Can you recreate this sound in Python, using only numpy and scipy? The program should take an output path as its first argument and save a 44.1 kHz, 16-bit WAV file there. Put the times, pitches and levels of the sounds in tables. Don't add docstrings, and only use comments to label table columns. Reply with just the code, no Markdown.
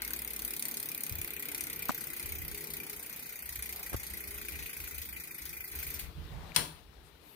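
import sys
import numpy as np
from scipy import signal
from scipy.io import wavfile
from scipy.ndimage import uniform_filter1d

SR = 44100
rng = np.random.default_rng(int(sys.argv[2]) if len(sys.argv) > 2 else 0)


def generate_wav(signal):
    frames = np.transpose(np.atleast_2d(signal))
    scaled = np.clip(frames, -1, 1) * 32767
    pcm = np.round(scaled).astype(np.int16)
    wavfile.write(sys.argv[1], SR, pcm)


def magnitude_from_level(level_db):
    exponent = np.asarray(level_db, float) / 20
    return 10 ** exponent


N = 324135
T = np.arange(N) / SR

# frequency in Hz, level in dB per Hz.
WIND_SPECTRUM = [(15, -42), (30, -5), (52, -8.5), (61, 17), (72, -6), (100, -7), (160, -4.5), (300, -42)]
# start in seconds, length in seconds, level in dB, left-right balance in dB.
GUSTS = [(1.11, .14, -51, 0), (1.56, .38, -63, -4), (2.05, .07, -56, -2), (2.22, .33, -52, -2),
         (2.66, .1, -56, 1), (2.93, .05, -57, 2), (3.43, .17, -54, 0), (3.7, .18, -58, -1),
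         (3.92, .06, -47, 1), (4.08, .08, -51, 1), (4.23, .2, -55, -1), (4.5, .14, -53, 0),
         (4.76, .1, -50, 1), (4.92, .1, -51, 7), (5.06, .13, -56, -1), (5.4, .22, -57, 0),
         (5.71, .2, -50, -2), (5.94, .17, -47, 7), (6.15, .1, -43, -10), (6.29, .1, -44, -10),
         (6.41, .1, -49, 0), (6.56, .09, -47, 9), (6.7, .2, -58, 1), (6.95, .1, -57, 2)]
# frequency in Hz, level in dB per Hz.
DRONE_SPECTRUM = [(60, -48.5), (120, 0), (250, -2.5), (450, -3), (600, -15), (1000, -44)]
# frequency in Hz, width in Hz, level in dB.
DRONE_LINES = [(157.4, 1.3, -11.5), (242, 16, -15), (302.5, 5, -11.5), (347.1, 3.7, -9.5),
               (415, 9.9, -10.5), (472.4, 6.7, -13.5), (880, 21, -7)]
# start in seconds, length in seconds, frequency in Hz, level in dB.
MOANS = [(-.2, .72, 57, -57), (2.52, .45, 412, -61), (4.15, .47, 412, -64), (6.18, .55, 158, -57),
         (3.42, 1.25, 62, -57), (1.0, .7, 412, -66), (1.2, .4, 295, -65), (0.1, .7, 235, -66)]
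# frequency in Hz, level in dB per Hz.
RUSTLE_SPECTRUM = [(300, -17.5), (600, -2), (900, -2), (1500, -4.5), (4000, -5.5), (7000, -20),
                   (16000, -14.5)]
# frequency in Hz, level in dB per Hz.
HISS_SPECTRUM = [(2000, -12.5), (5000, -31), (7500, -12.5), (10000, 43), (16000, 6)]
# frequency in Hz, likeness from 0 to 1.
LIKENESS = [(60, 0.63), (300, 0.84), (700, 0.25), (1400, 0.15), (5000, 0.057)]
# time in
# seconds, level in dB.
BACKGROUND_LEVEL = [(0, 0.5), (2.95, -0.5), (3.4, -5.5), (3.7, -3), (4.65, -2.5), (5.25, -6.5), (5.7, -5.5),
                    (5.76, -1), (6.1, -3.5), (6.5, -3), (6.85, -9), (7.35, -8.5)]
# time in seconds, left-right balance in dB.
FACING = [(0, 2), (5.6, 2), (6.2, 10), (6.7, 15.5), (7.35, 13)]
# frequency in Hz, time to fall 60 dB in seconds.
ECHO_T60 = [(150, 0.67), (1000, 0.62), (5000, 0.48), (12000, 0.56)]
# start in seconds, length in seconds, level in dB,
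# centre frequency in Hz, width in Hz.
SCUFFS = [(1.89, 0.0225, -37.5, 493, 910), (3.926, 0.032, -44, 1100, 1100), (6.302, 0.25, -54.5, 770, 470),
          (3.725, 0.12, -56, 830, 500), (6.545, .016, -42.5, 3000, 6900), (7.03, 0.074, -67.5, 9500, 3000),
          (7.21, 0.22, -67.5, 10500, 5400)]
# time in seconds, frequency in Hz, level in dB.
SQUEAK_PATH = [
    (7.23, 11264, -76),
    (7.258, 12751, -63),
    (7.27, 13300, -63),
    (7.322, 12466, -61),
    (7.35, 12825, -63),
]
# time in seconds, peak in dB, frequency in Hz, left-right balance in dB,
# sharp edge in dB.
KNOCKS = [
    (1.8931, -17.5, 1300, 4, -10),
    (1.898, -37, 1270, 8, 12),
    (1.9035, -39, 430, 7, -30),
    (1.9057, -27, 880, 5, 0),
    (3.9195, -40, 400, 1, -12),
    (3.9315, -37, 500, 5, -8),
    (3.9439, -25, 400, -2, -9),
]
# time in seconds, peak in dB, frequency in Hz, left-right balance in dB, ring in ms.
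TICKS = [
    (1.885, -43, 1930, 1.5, 2.9),
    (3.83, -55, 2460, 2.5, 6.2),
    (6.519, -46.5, 2340, 25, 1.6),
    (7.15, -63, 1500, -11, 6.8),
]
# time in seconds, peak in dB, frequency in Hz, left-right balance in dB,
# ring in ms.
BUMPS = [
    (1.112, -37, 96, 13, 12),
    (1.149, -45, 71, 2, 20),
    (1.186, -39, 77, 0.67, 16),
    (1.894, -35, 260, 3, 5),
    (3.9445, -31, 85, 3.5, 10),
]
# time in seconds, peak in dB, left-right balance in dB.
LEVER_SNAP = (6.5612, -8, 11)
# frequency in Hz, width in Hz, level in dB.
LEVER_MODES = [(166, 12, -7), (534, 53, -15), (980, 120, -1.5), (1500, 690, 0), (2080, 270, -7),
               (3040, 1400, 3.5), (3374, 25, -18), (4100, 1600, 2), (5400, 810, -6), (7440, 1000, -3),
               (9100, 380, 7), (11000, 740, -14), (13500, 870, -6.5), (14200, 1600, -10)]
# time in seconds, #
# frame and spoke ring in dB, distance from 0 near to 1 far, snap level in dB.
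HUB = [(0, -51, .1, -38), (.6, -55, 0.1, -36), (1.25, -50.5, 0.095, -38.5), (1.65, -50.5, 0.14, -37.5),
       (2.2, -50, 0.42, -39), (2.75, -55, 0.45, -41.5), (3.25, -52.5, 0.67, -41.5),
       (3.65, -54, 0.57, -39.5), (4.2, -50.5, 0.73, -40.5), (4.8, -49.5, 0.91, -41.5),
       (5.3, -54.5, 0.72, -42.5), (5.72, -53.5, 0.96, -41.5), (5.745, -48.5, 0.88, -37.5),
       (6.0, -50, 1, -36.5), (6.1, -55, 1, -40)]
# frequency in Hz, width in Hz, level in dB.
FRAME_MODES = [(1426, 45, -3), (1560, 69, 3), (1938, 36, 5.5), (2045, 30, 6.5), (2162, 24, 4.5),
               (2230, 160, 3), (2386, 32, 10.5), (2473, 22, 1.5), (2534, 210, 2)]
# frequency in Hz, width in Hz, level in dB.
SHELL_MODES = [(2200, 440, -8), (3420, 1940, -9), (4650, 1620, -7.5), (6100, 1230, -8.5),
               (7930, 1900, -11.5), (9000, 300, -3.5), (10280, 670, -9), (11580, 1900, 0), (12680, 1100, 1),
               (14080, 1250, 5.5), (15030, 610, -12)]
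WOBBLE = [(1, .013, -1.03), (2, .023, -1.9), (6, .011, .25)]
HARD_TEETH = [0, 4, 15, 21, 22, 32, 35, 41, 42, 52, 54, 63, 77, 82, 90, 91, 95, 113, 115, 117, 142, 156,
              157, 169]
BRAKED_S = [5.9019, 5.939, 5.9917]

COASTED = 181
TOOTH_COUNT = COASTED + len(BRAKED_S)


def evened(x):
    return x / np.sqrt(np.mean(x ** 2) + 1e-20)


def read(points, hz):
    f, value = np.transpose(points)
    return np.interp(np.log(hz + 1), np.log(f + 1), value)


def curve(rows, axis):
    return np.interp(T, [r[0] for r in rows], [r[axis] for r in rows])


def mode(x, hz, width):
    return signal.lfilter(*signal.iirpeak(min(hz, SR / 2 - 500), hz / width, SR), x)


def swell(start, length, rise, fall):
    t = T[::16]
    attack = np.clip((t - start) / rise, 0, 1)
    release = np.exp(-np.maximum(t - start - length, 0) / fall)
    return np.repeat(attack * release, 16)[:N]


def wander(count, size):
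    steps = evened(uniform_filter1d(rng.standard_normal((count, N // 100 + 1)), size, axis=1))
    return uniform_filter1d(np.repeat(steps, 100, axis=1)[:, :N], size=400, axis=1)


def drift(count):
    return evened(uniform_filter1d(rng.standard_normal((count, TOOTH_COUNT)), 3, axis=1))


def noise(spectrum, patchy_db, size=1024):
    hz = np.fft.rfftfreq(size, 1 / SR)
    used = hz[hz <= spectrum[-1][0]]
    a, b, c, d, patches = rng.standard_normal((4 * N // size + 5, len(used), 5)).T
    patches = uniform_filter1d(patches, size=6, axis=0)
    patches = evened(uniform_filter1d(patches, size=10, axis=1))
    same = np.clip(read(LIKENESS, used), -1, 1)[:, None]
    left = a + 1j * b
    right = same * left + np.sqrt(1 - same ** 2) * (c + 1j * d)
    z = np.zeros((2, len(hz), a.shape[1]), complex)
    z[:, :len(used)] = [left, right]
    z[:, :len(used)] *= magnitude_from_level(read(spectrum, used)[:, None] + patchy_db * patches)
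    return evened(signal.istft(z, nperseg=size, noverlap=size * 3 // 4)[1][:, :N])


def ports(x, pan_db, lag):
    return np.array([x * magnitude_from_level(pan_db / 2), np.roll(x, lag) * magnitude_from_level(-pan_db / 2)])


def echo(x, gap_s=0.002, shorter=0.69, count=3):
    length = SR // 4
    taps = rng.standard_normal((count, 2, length)) * (np.arange(length) > gap_s * SR)
    hz, t, z = signal.stft(taps, SR, nperseg=128)
    decay = magnitude_from_level(-60 * t / read(ECHO_T60, hz)[:, None] / shorter)
    tails = signal.istft(z * decay, SR, nperseg=128)[1]
    out = np.zeros((2, N))
    for k, tail in enumerate(tails):
        share = np.sqrt(2 / count) * np.cos(2 * np.pi * (7.3 * T + k / (2 * count)))
        tail = tail / np.linalg.norm(tail[0])
        out += signal.oaconvolve((x * share)[None], tail, axes=1)[:, :N]
    return out


def wind():
    rise_s, fall_s, calm_db = 0.025, 0.019, -66
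    level = magnitude_from_level(calm_db)
    for s, length, db, pan_db in GUSTS:
        level = level + magnitude_from_level(db + pan_db / np.array([[2], [-2]])) * swell(s, length, rise_s, fall_s)
    return noise(WIND_SPECTRUM, 2.0, size=2048) * level


def moans():
    waver_hz, waver_db = 2.5, 2.5
    pitch, level = wander(count=2, size=25)
    waver = np.cumsum(waver_hz * pitch) / SR
    notes = np.zeros(N)
    for s, length, hz, db in MOANS:
        notes += magnitude_from_level(db) * np.sin(2 * np.pi * (hz * T + waver)) * swell(s, length, 0.023, 0.016)
    return np.sqrt(2) * notes * magnitude_from_level(waver_db * level)


def yard_boom():
    boom_db, rise_s, fall_s = 18.5, 0.03, 0.038
    return 1 + magnitude_from_level(boom_db) * swell(LEVER_SNAP[0], rise_s, rise_s, fall_s)


def motor_drone():
    drone_db, flicker_db = -55.5, 0.9
    broad = noise(DRONE_SPECTRUM, 1.57, size=2048)
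    lines = sum(magnitude_from_level(db) * evened(mode(broad, hz, width)) for hz, width, db in DRONE_LINES)
    level_db = drone_db + curve(BACKGROUND_LEVEL, axis=1) + flicker_db * wander(count=1, size=40)[0]
    drone = evened(broad + lines) * magnitude_from_level(level_db) * yard_boom()
    return (drone + moans()) * magnitude_from_level([[1.2], [-1.2]])


def rustle_and_hiss():
    rustle_db, follows_yard, flicker_db, hiss_db = -56, 0.98, 0.9, -90
    level_db = rustle_db + follows_yard * curve(BACKGROUND_LEVEL, axis=1) + flicker_db * wander(count=1, size=40)[0]
    rustle = noise(RUSTLE_SPECTRUM, 1.64) * magnitude_from_level(level_db) * yard_boom()
    hiss = noise(HISS_SPECTRUM, 1.64) * magnitude_from_level(hiss_db)
    return (rustle + hiss) * magnitude_from_level(curve(FACING, axis=1) / [[2], [-2]])


def scuffs():
    out = np.zeros((2, N))
    rub = noise([(100, 0), (16000, 0)], 0.52, size=256)
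    for s, length, db, hz, width in SCUFFS:
        part = slice(round(s * SR), round((s + length) * SR))
        stroke = abs(np.sin(np.pi * (T[part] - s) / length)) ** 0.37
        out[:, part] += magnitude_from_level(db) * evened(mode(rub[:, part], hz, width)) * stroke
    return out * magnitude_from_level([[2.5], [-2.5]])


def squeak():
    split = 0.03
    wobble, grip = uniform_filter1d(rng.standard_normal((2, N)), size=120, axis=1)
    turns = np.cumsum(curve(SQUEAK_PATH, axis=1) * (1 + 0.12 * wobble)) / SR
    pair = np.sin(2 * np.pi * turns) + 0.49 * np.sin(2 * np.pi * (1 + split) * turns)
    level = magnitude_from_level(curve(SQUEAK_PATH, axis=2) + 2 * evened(grip) + 4.0)
    return ports(pair * level * (T > SQUEAK_PATH[0][0]), 7.8, lag=5)


def knocks():
    knock_ring_ms, tick_edge_db, bump_edge_db = 1.4, -3, -60
    pitch_sag, opposed = 0.1, 0.84
    out = np.zeros((2, N))
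    t = np.arange(6000) / SR
    rows = [(*k[:-1], knock_ring_ms, k[-1]) for k in KNOCKS]
    rows += [(*k, tick_edge_db) for k in TICKS]
    rows += [(*k, bump_edge_db) for k in BUMPS]
    for s, db, hz, pan_db, ring_ms, edge_db in rows:
        u = t * 2300 / ring_ms / 0.71
        envelope = (u / 2 * np.exp(1 - u / 2)) ** 2
        sag = 1 / (1 + pitch_sag * (ring_ms == knock_ring_ms) * t * 500)
        swing = np.sign(200 - hz) * np.sin(2 * np.pi * hz * t * sag) * envelope
        swing[:40] += magnitude_from_level(edge_db) * rng.standard_normal(40) * np.exp(-np.arange(40) / 5.7)
        jolt = opposed * (hz > 300) * np.sin(2 * np.pi * 230 * t) * np.exp(-t / 0.0037)
        out[:, round(s * SR):][:, :len(t)] += magnitude_from_level(db) * (ports(swing, pan_db, lag=0) + jolt * [[1], [-1]])
    return out


def lever():
    rise_ms, fall_ms = 0.91, 2.4
    chatter_db, chatter_ms, echo_db = -12, 26.0, -4.0
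    s, db, pan_db = LEVER_SNAP
    ms = np.maximum(T - s, 0) * 1000
    crack = np.minimum(ms / rise_ms, 1) ** 2 * np.exp(-np.maximum(ms - rise_ms, 0) / fall_ms)
    chatter = magnitude_from_level(chatter_db) * (ms > 0) * np.exp(-ms / chatter_ms)
    drive = ((crack + chatter) * rng.standard_normal(N))[-SR:]
    hit = sum(magnitude_from_level(d) * evened(mode(drive, hz, width)) for hz, width, d in LEVER_MODES)
    hit = np.r_[np.zeros(N - SR), hit * magnitude_from_level(db) / abs(hit).max()]
    return ports(hit, pan_db, lag=16) + magnitude_from_level(echo_db) * echo(hit, count=2) * magnitude_from_level([[2.5], [-2.5]])


def tooth_times():
    teeth_per_turn, first_s = 20, 0.0194
    speed, drag, easing = 1.76227, 0.079086, 0.001494
    teeth, t = np.arange(COASTED), T - first_s
    late = sum(size * np.cos(2 * np.pi * waves * teeth / teeth_per_turn + phase) for waves, size, phase in WOBBLE)
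    turns = speed * t - drag * t ** 2 / 2 + easing * t ** 3 / 6
    return np.r_[np.interp((teeth + late) / teeth_per_turn, turns, T), BRAKED_S]


def tooth_db(s):
    hard_db, scatter_db = 3, 0.8
    hard = np.isin(np.arange(len(s)), HARD_TEETH)
    level_db = curve(HUB, axis=3)[(s * SR).astype(int)]
    return level_db + hard_db * hard + scatter_db * rng.standard_normal(len(s))


def frame_ring():
    turning_db, shake_db = 6.0, -4
    delay = rng.integers(30, 200, (len(FRAME_MODES), 2, TOOTH_COUNT))
    at = (tooth_times() * SR).astype(int) + delay
    shake = noise([(100, 0), (16000, 0)], 3.9, size=256)
    ring = np.zeros((2, N))
    for (hz, width, db), ports_at, turn in zip(FRAME_MODES, at, drift(len(FRAME_MODES))):
        kicks = np.array([np.bincount(a, magnitude_from_level(turning_db * turn), N) for a in ports_at])
        struck = evened(mode(kicks, hz, width))
        shaken = evened(mode(shake, hz, 2 * width))
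        ring += magnitude_from_level(db) * (struck + magnitude_from_level(shake_db) * shaken)
    stop = np.clip((6.12 - T) / 0.07, 0, 1)
    return evened(ring) * magnitude_from_level(curve(HUB, axis=1)) * stop * magnitude_from_level([[1.6], [-1.6]])


def freehub():
    near_ms, far_ms, count = 0.45, 3.0, 30
    bounce_ms, bounce_db, hard_spread = 4.2, -7, 0.6
    colour_db, dull_db, far_fade_db = 1.3, -4, -5
    slow_hz, slow_spread = 8500, 2.2
    blur = 1.6
    s = tooth_times()
    far = np.clip(curve(HUB, axis=2), 0, 1)
    far_tooth = far[(s * SR).astype(int), None]
    spread_ms = near_ms + (far_ms - near_ms) * far_tooth[:, None]
    delay = spread_ms * rng.gamma(1.3, 1.5, (len(s), 2, count))
    slow = (delay * (slow_spread - 1) * SR / 1000).astype(int).reshape(len(s), -1)
    delay[:, 1] += bounce_ms * rng.uniform(0.7, 1.4, (len(s), 1))
    delay[HARD_TEETH] *= hard_spread
    size = rng.choice([-1., 1.], delay.shape)
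    size[:, 1] *= magnitude_from_level(bounce_db + 3.0 * rng.standard_normal((len(s), 1)))
    at = ((s[:, None, None] + delay / 1000) * SR).astype(int).reshape(len(s), -1)
    size = size.reshape(at.shape)
    snap = np.zeros((2, N))
    for (hz, width, db), colour in zip(SHELL_MODES, drift(len(SHELL_MODES))):
        dulling = dull_db * far_tooth * (hz / 14000) ** 2
        beam = far_fade_db * far_tooth * (slow_hz < hz < 9600)
        weight = size * magnitude_from_level(colour_db * colour[:, None] + dulling + beam)
        turned = at + rng.integers(4, 16, (len(s), 1))
        hits = np.array([at, turned]) + slow * (hz < slow_hz)
        drops = np.array([np.bincount(a.ravel(), weight.ravel(), N) for a in hits])
        ring = mode(mode(drops, hz, blur * width), hz, blur * width)
        snap += magnitude_from_level(db) * ring / np.sqrt(width)
    tooth = np.maximum(np.searchsorted(s, T) - 1, 0)
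    energy = np.bincount(tooth, (snap ** 2).mean(0)) / (0.017 * SR)
    snap *= (magnitude_from_level(tooth_db(s) - 1.98) / np.sqrt(energy))[tooth]
    answer = echo(snap[0] * magnitude_from_level(-5.0 + 4.0 * far), shorter=0.44)
    return snap * magnitude_from_level([[2], [-1]]) + answer * magnitude_from_level([[1.1], [-1.1]])


def scene():
    yard = wind() + motor_drone() + rustle_and_hiss()
    handling = scuffs() + squeak() + knocks() + lever()
    return yard + handling + frame_ring() + freehub()


def gate(x):
    low_hz, high_hz, off_s = 2750, 8500, 5.74
    under_db, depth_db = -4.5, -28
    far_s, far_hz, far_db = 1.93, 4600, 2.2
    hz, t, z = signal.stft(x, SR, nperseg=1024)
    power = (abs(z) ** 2).mean(0)
    band = uniform_filter1d(uniform_filter1d(power, size=4, axis=0), size=3, axis=1)
    usual = uniform_filter1d(uniform_filter1d(power, size=12, axis=0), size=60, axis=1)
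    harder = far_db * (hz < far_hz)[:, None] * (t > far_s)
    weak = band < usual * magnitude_from_level(2 * under_db + 2 * harder)
    middle = ((hz > low_hz) & (hz < high_hz))[:, None]
    shut = weak & middle & (t < off_s)
    return signal.istft(z * magnitude_from_level(depth_db * shut), SR, nperseg=1024)[1][:, :N]


def low_pass(x):
    return signal.sosfilt(signal.butter(12, 16460, fs=SR, output="sos"), x)


def record(dry):
    edge = signal.firwin(151, 15600, window=("kaiser", 8), fs=SR)
    limited = signal.oaconvolve(dry, edge[None], "same")
    return low_pass(gate(limited))


dry = scene()
out = record(dry)
generate_wav(out)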